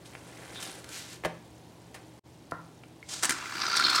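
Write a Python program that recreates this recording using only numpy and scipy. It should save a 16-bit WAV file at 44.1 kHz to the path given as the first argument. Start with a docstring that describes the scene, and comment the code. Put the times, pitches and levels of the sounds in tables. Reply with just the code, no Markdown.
"""Suds fizz and water squelches as a soapy sponge is squeezed over a basin of foam in a small bathroom.
The sponge sucks air back in and drops with a plop. One wet flick; something is set down with a knock.
Then a foam dispenser hisses, spits plugs of liquid and gurgles out foam under a ragged whistle.
A fan rumbles and hums beneath it all. All sound cuts out briefly at 2.2 s."""
import sys
import numpy as np
from scipy import signal
from scipy.fft import rfft, irfft
from scipy.io import wavfile

SR = 44100
rng = np.random.default_rng(int(sys.argv[2]) if len(sys.argv) > 2 else 0)


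def pcm_store(signal):
    """Save signal as 16-bit PCM."""
    levels = np.round(np.clip(np.atleast_2d(signal), -1, 1) * 32767)
    wavfile.write(sys.argv[1], SR, levels.astype(np.int16).T)


N = 176400
TIME_S = np.arange(N) / SR

# Noise and bubble spectra (frequency [Hz], relative density [dB])
FAN_SPECTRUM = [(35, -41), (68, -9), (230, -11.5), (330, -9.5), (430, -14), (950, -18.5), (1250, -27.5),
                (4000, -32), (15000, -45)]
SUDS_SPECTRUM = [(500, -19), (1500, -3), (3500, -1), (9500, -1.5), (13000, -15.5), (16000, -21)]
WATER_SPECTRUM = [(150, -5), (450, 0.5), (1000, -6.5), (2000, -5.5), (6000, -29)]
PORE_SPECTRUM = [(600, -12.5), (1500, -2.5), (4500, -1), (8000, -3), (12500, -13), (16000, -21)]
SLAP_SPECTRUM = [(120, -12), (500, 1.5), (1000, -3), (1400, -7), (1950, -2.5), (5000, -23), (14000, -31)]
JET_SPECTRUM = [(300, -10), (1200, -6), (2500, -4.5), (4800, 0.5), (8200, -1), (12000, -19.5), (16000, -26)]
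SPIT_SPECTRUM = [(120, -7), (300, -1.5), (600, -9.5), (1400, 4), (3300, -4), (8300, 2), (13000, -15.5),
                 (16000, -19)]
FROTH_SPECTRUM = [(120, -9.5), (320, -4), (550, -13.5), (950, -3), (2400, -0.5), (3100, -6.5),
                  (6000, -10.5), (12000, -25)]

# Envelopes (time [s], level [dB])
SUDS_ENVELOPE = [(0, -71.5), (.045, -71), (.06, -51), (.115, -60.5), (.5, -53.5), (.59, -49.5),
                 (.635, -40.5), (.7, -46), (.79, -55), (.95, -66)]
WATER_ENVELOPE = [(0, -63), (.45, -49), (.66, -47.5), (1.2, -64.5)]
REFILL_ENVELOPE = [(.86, -61), (.93, -42.5), (.98, -40), (1.07, -50), (1.13, -45.5), (1.17, -54),
                   (1.2, -74)]
JET_ENVELOPE = [(3.02, -70), (3.085, -53.5), (3.091, -41), (3.14, -35), (3.22, -44.5), (3.33, -41),
                (3.43, -48.5), (3.6, -46.5), (4, -40.5)]

# Wet bursts (time [s], level [dB], decay [s])
WET_SNAPS = [(0.605, -37, .001), (.626, -35, .008), (.844, -38, 0.0018), (.891, -37.5, .002),
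             (1.254, -35.5, 0.0061), (1.944, -44, 0.015), (2.5116, -39, 0.0023)]
WET_SLAPS = [(1.238, -33.5, 0.012), (1.2493, -23, 0.0079), (1.945, -43, 0.028)]
NOZZLE_SPITS = [(3.226, -30.5, .006), (3.2315, -20.5, 0.0058), (3.2357, -19.5, .005), (3.2464, -20, 0.0032),
                (3.253, -18.5, 0.0054), (3.2946, -18.5, 0.0094), (3.3073, -18, .002), (3.32, -26, 0.0045),
                (3.763, -24, 0.0044), (3.769, -21, .004), (3.797, -26, .003), (3.9, -25.5, .008),
                (3.954, -22.5, .009)]

# Hum lines (frequency [Hz], level [dB])
FAN_HUM = [(120.6, -57.5), (170, -62), (313, -62.5)]
# Wall reflections (delay [s], gain [ratio])
BASIN_ECHOES = [(.0029, 0.2), (.0051, 0.18)]
# Light ticks, one sponge squeak (time [s], level [dB], pitch [Hz], decay [s])
TICKS_AND_SQUEAK = [(.135, -40, 2300, 0.0013), (.152, -34.5, 2120, .002), (0.552, -43.5, 3670, 0.086),
                    (2.836, -42.5, 2390, 0.003)]
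# Knock modes (frequency [Hz], relative level [dB], t60 [s])
KNOCK_PARTIALS = [(110, -15, 0.19), (165, -18, .5), (288, -14, .12), (493, -5.5, 0.034), (690, -4, .03),
                  (1040, 0, .015), (1360, -1, 0.025), (1870, -5.5, 0.0096)]
# Water closing, then a drip (time [s], level [dB], pitch [Hz], t60 [s])
WATER_PLOPS = [(1.248, -30, 325, 0.075), (1.253, -24, 618, 0.057), (1.2635, -22.5, 486, 0.037),
               (1.25, -37.5, 168, .3), (3.028, -32, 2160, 0.017)]
# Nozzle flow (time [s], relative gulp level [dB], relative whistle level [dB], whistle pitch [Hz])
FOAM_FLOW = [(3.22, -56, -79, 4900), (3.331, -42.5, -65, 4900), (3.5, -41.5, -52.5, 4780),
             (3.63, -34.5, -32.5, 4800), (3.78, -31.5, -29.5, 4456), (3.85, -30.5, -26.5, 4226),
             (3.92, -29.5, -30.5, 4210), (4, -28, -28, 4210)]
# Nozzle side resonances (frequency / whistle pitch [ratio], relative level [dB])
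SIDE_MODES = [(.84, -5.5), (1.22, -6.5)]
# Biggest gulps, shrill spurts (time [s], level [dB], pitch [Hz])
FOAM_SPURTS = [(3.8, -19, 1340), (3.739, -25, 1380), (3.8445, -21.5, 4420), (3.851, -18, 4270),
               (3.883, -22.5, 1330), (3.932, -22, 1244), (3.961, -21.5, 5150), (3.988, -19.5, 1290)]
# Brief cut of all sound (time [s], gain [dB])
DROPOUT = [(2.194, -1), (2.197, -40), (2.232, -42), (2.241, -14), (2.262, -2.5)]


def from_db(db):
    """Decibels to gain."""
    return 10 ** (np.asarray(db) / 20)


def rms_one(x):
    """Scale to unit rms."""
    return x / np.sqrt(np.mean(x ** 2) + 1e-20)


def level(rows):
    """Gain from (time [s], level [dB]); silent outside the rows, held if near the scene's start or end."""
    time_s, db = np.transpose(rows)[:2]
    before_db = db[0] if time_s[0] < .1 else -150
    after_db = db[-1] if time_s[-1] > 3.9 else -150
    return from_db(np.interp(TIME_S, time_s, db, left=before_db, right=after_db))


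def drift(corner_hz):
    """Low-passed random motion; rms 1."""
    hop, settle = 40, 2000
    pole = np.exp(-2 * np.pi * corner_hz * hop / SR)
    noise = rng.standard_normal(N // hop + settle + 2)
    slow = signal.lfilter([1], [1, -2 * pole, pole ** 2], noise)[settle:]
    return np.interp(np.arange(N) / hop, np.arange(len(slow)), rms_one(slow))


def colour(x, spectrum):
    """Filter by a spectrum table; rms 1."""
    hz, db = np.transpose(spectrum)
    bin_hz = np.arange(N // 2 + 1) * SR / N + 1
    gain = from_db(np.interp(np.log(bin_hz), np.log(hz), db)) * np.minimum(bin_hz / hz[0], 1) ** 2
    return rms_one(irfft(rfft(x) * gain, N))


def ring(x, hz, t60_s):
    """Resonator: a unit click rings a decaying unit sine."""
    pole = from_db(-60 / (t60_s * SR))
    step_rad = 2 * np.pi * hz / SR
    return signal.lfilter([0, np.sin(step_rad)], [1, -2 * pole * np.cos(step_rad), pole ** 2], x + 1e-18)


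def struck(start_s, hz, t60_s):
    """One decaying sine."""
    age_s = np.maximum(TIME_S - start_s, 0)
    return np.sin(2 * np.pi * hz * age_s) * from_db(-60 * np.minimum(age_s / t60_s, 4))


def tone(hz):
    """Sine of moving pitch; rms 1."""
    return np.sqrt(2) * np.sin(2 * np.pi * np.cumsum(hz) / SR)


def bursts(rows, attack_s):
    """Envelope: a linear rise and exponential fall per row."""
    envelope = np.zeros(N)
    for peak_s, db, decay_s in rows:
        live = slice(*np.searchsorted(TIME_S, [peak_s - attack_s, peak_s + 10 * decay_s]))
        age_s = TIME_S[live] - peak_s
        envelope[live] += from_db(db) * np.minimum(age_s / attack_s + 1, np.exp(-age_s / decay_s))
    return envelope


def bubbles(spectrum, per_s, spread_db, t60_cycles):
    """Bubbles of random strength and pitch, each ringing briefly; rms 1."""
    pitches_hz = np.linspace(300 ** .5, 15000 ** .5, 20) ** 2
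    strengths = from_db(spread_db * np.minimum(rng.exponential(1, N), 4)) * rng.choice([-1, 1], N)
    clicks = strengths * (rng.random(N) < per_s / SR)
    band = rng.integers(0, len(pitches_hz), N)
    rings = sum(ring(clicks * (band == k), hz, t60_cycles / hz) * hz ** .75
                for k, hz in enumerate(pitches_hz))
    return colour(rings, spectrum)


def resonance(hz, width_hz):
    """Turbulence ringing in a cavity of moving pitch; rms 1."""
    phase_rad = 2 * np.pi * np.cumsum(hz) / SR
    return rms_one(drift(width_hz) * np.cos(phase_rad) + drift(width_hz) * np.sin(phase_rad))


def fan():
    """Low rumble with wavering hum lines."""
    hum = sum(from_db(db) * tone(hz + 2.49 * drift(5.9)) for hz, db in FAN_HUM)
    return hum + from_db(-52) * colour(rng.standard_normal(N), FAN_SPECTRUM)


def bathroom(x, t60_s=.38, delay_s=.00496, lowpass_hz=5030, gain_db=-7):
    """Short, slightly dull tail of dense reflections."""
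    age_s = TIME_S[:SR // 2]
    tail = rng.standard_normal(len(age_s)) * from_db(-60 * age_s / t60_s) * (age_s > delay_s)
    tail = signal.sosfilt(signal.butter(1, lowpass_hz, fs=SR, output="sos"), tail / np.linalg.norm(tail))
    return from_db(gain_db) * signal.fftconvolve(x, tail)[:N]


def basin(x):
    """Early reflections off the basin wall."""
    return sum(gain * np.interp(TIME_S - delay_s, TIME_S, x, left=0) for delay_s, gain in BASIN_ECHOES)


def small_sounds():
    """Sharp foam pops and one wet flick; cavities ring in light ticks and one squeak of the sponge."""
    noise = rng.standard_normal(N)
    sound = colour(noise, SUDS_SPECTRUM) * bursts(WET_SNAPS, attack_s=.0011)
    for time_s, db, hz, decay_s in TICKS_AND_SQUEAK:
        cavity = rms_one(ring(noise, hz, t60_s=min(.79 * decay_s, .0074)))
        sound += cavity * bursts([(time_s, db, decay_s)], attack_s=.00087)
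    return sound


def knock(start_s=2.52, gain_db=-22, room_send=1.08):
    """An object set down rings dully; farther off, it excites more of the room."""
    modes = sum((-1) ** k * from_db(gain_db + db) * struck(start_s, hz, t60_s)
                for k, (hz, db, t60_s) in enumerate(KNOCK_PARTIALS))
    return modes + room_send * bathroom(modes)


def sponge_squeeze():
    """Suds and water are pressed out, then air refills the pores; standing foam crackles throughout."""
    suds = bubbles(SUDS_SPECTRUM, per_s=8000, spread_db=3.5, t60_cycles=13.5) * from_db(2 * drift(70))
    water = bubbles(WATER_SPECTRUM, per_s=1300, spread_db=3, t60_cycles=13.6)
    crackle = bubbles(SUDS_SPECTRUM, per_s=2500, spread_db=3.5, t60_cycles=16)
    air = bubbles(PORE_SPECTRUM, per_s=14000, spread_db=3.5, t60_cycles=6)
    return (suds * level(SUDS_ENVELOPE) + water * level(WATER_ENVELOPE)
            + air * level(REFILL_ENVELOPE) + crackle * from_db(-66))


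def slaps_and_plops():
    """The sponge lands and water closes round it; later a wet hand makes contact, then one drip."""
    slap = bubbles(SLAP_SPECTRUM, per_s=15000, spread_db=2.5, t60_cycles=7.9)
    plops = sum(from_db(db) * struck(time_s, hz, t60_s) for time_s, db, hz, t60_s in WATER_PLOPS)
    return slap * bursts(WET_SLAPS, attack_s=.0019) + plops


def nozzle_jet():
    """Gas hisses out; plugs of liquid spit through it."""
    gas = colour(rng.standard_normal(N), JET_SPECTRUM) * from_db(1.6 * drift(60))
    spit = bubbles(SPIT_SPECTRUM, per_s=14000, spread_db=2.5, t60_cycles=4.2)
    return gas * level(JET_ENVELOPE) + spit * bursts(NOZZLE_SPITS, attack_s=.00085)


def nozzle_whistle(opening, width_hz=260, rough_db=3.5, gain_db=-1):
    """Turbulence rings the nozzle, swelling raggedly with each gulp."""
    time_s, _, db, hz = np.transpose(FOAM_FLOW)
    ragged = rms_one((.25 + opening) * from_db(rough_db * drift(80)))
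    centre_hz = np.interp(TIME_S, time_s, hz) * (1 + .025 * drift(39.9))
    main = resonance(centre_hz, width_hz)
    sides = sum(from_db(side_db) * resonance(ratio * centre_hz, 2 * width_hz)
                for ratio, side_db in SIDE_MODES)
    return (main + sides) * ragged * level(np.c_[time_s, db + gain_db])


def spurts(half_width_s=.0029):
    """Big gulps and shrill spurts: Gaussian tone pips."""
    sound = np.zeros(N)
    for peak_s, db, hz in FOAM_SPURTS:
        age_s = TIME_S - peak_s
        window = np.exp(-np.minimum((age_s / half_width_s) ** 2, 20))
        sound += from_db(db) * np.sqrt(2) * np.sin(2 * np.pi * hz * age_s) * window
    return sound


def foam_gurgle(gulps_per_s=62, base_hz=1111, swing_hz=289.5, jitter_hz=180):
    """Foam leaves in uneven gulps, each a hollow note that rises and falls, with froth and a whistle."""
    gulp_count = np.cumsum(gulps_per_s * np.exp(.25 * drift(29.96))) / SR
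    opening = np.abs(np.sin(np.pi * gulp_count))
    gulps = rms_one(opening ** 3 * from_db(2 * drift(35)))
    note = tone(base_hz + swing_hz * opening + jitter_hz * drift(250.4)) * gulps
    froth = bubbles(FROTH_SPECTRUM, per_s=7000, spread_db=3.5, t60_cycles=7) * rms_one(1.8 + gulps)
    flow = level(FOAM_FLOW)
    return from_db(-.5) * flow * note + from_db(-9.5) * flow ** .74 * froth + nozzle_whistle(opening)


def scene():
    """Sponge, handling and dispenser through basin and room, over the fan; mono."""
    direct = sponge_squeeze() + slaps_and_plops() + small_sounds() + knock()
    direct += nozzle_jet() + foam_gurgle() + spurts()
    near = direct + basin(direct)
    return (near + bathroom(near) + fan())[None]


def record(dry, highpass_hz=45, lowpass_hz=15850):
    """The microphone loses deep bass; one dropout; steep treble cut."""
    thin = signal.sosfilt(signal.butter(2, highpass_hz, "high", fs=SR, output="sos"), dry)
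    dropout = from_db(np.interp(TIME_S, *np.transpose(DROPOUT)))
    return signal.sosfilt(signal.ellip(12, .2, 80, lowpass_hz, fs=SR, output="sos"), thin * dropout)


dry = scene()
out = record(dry)
pcm_store(out)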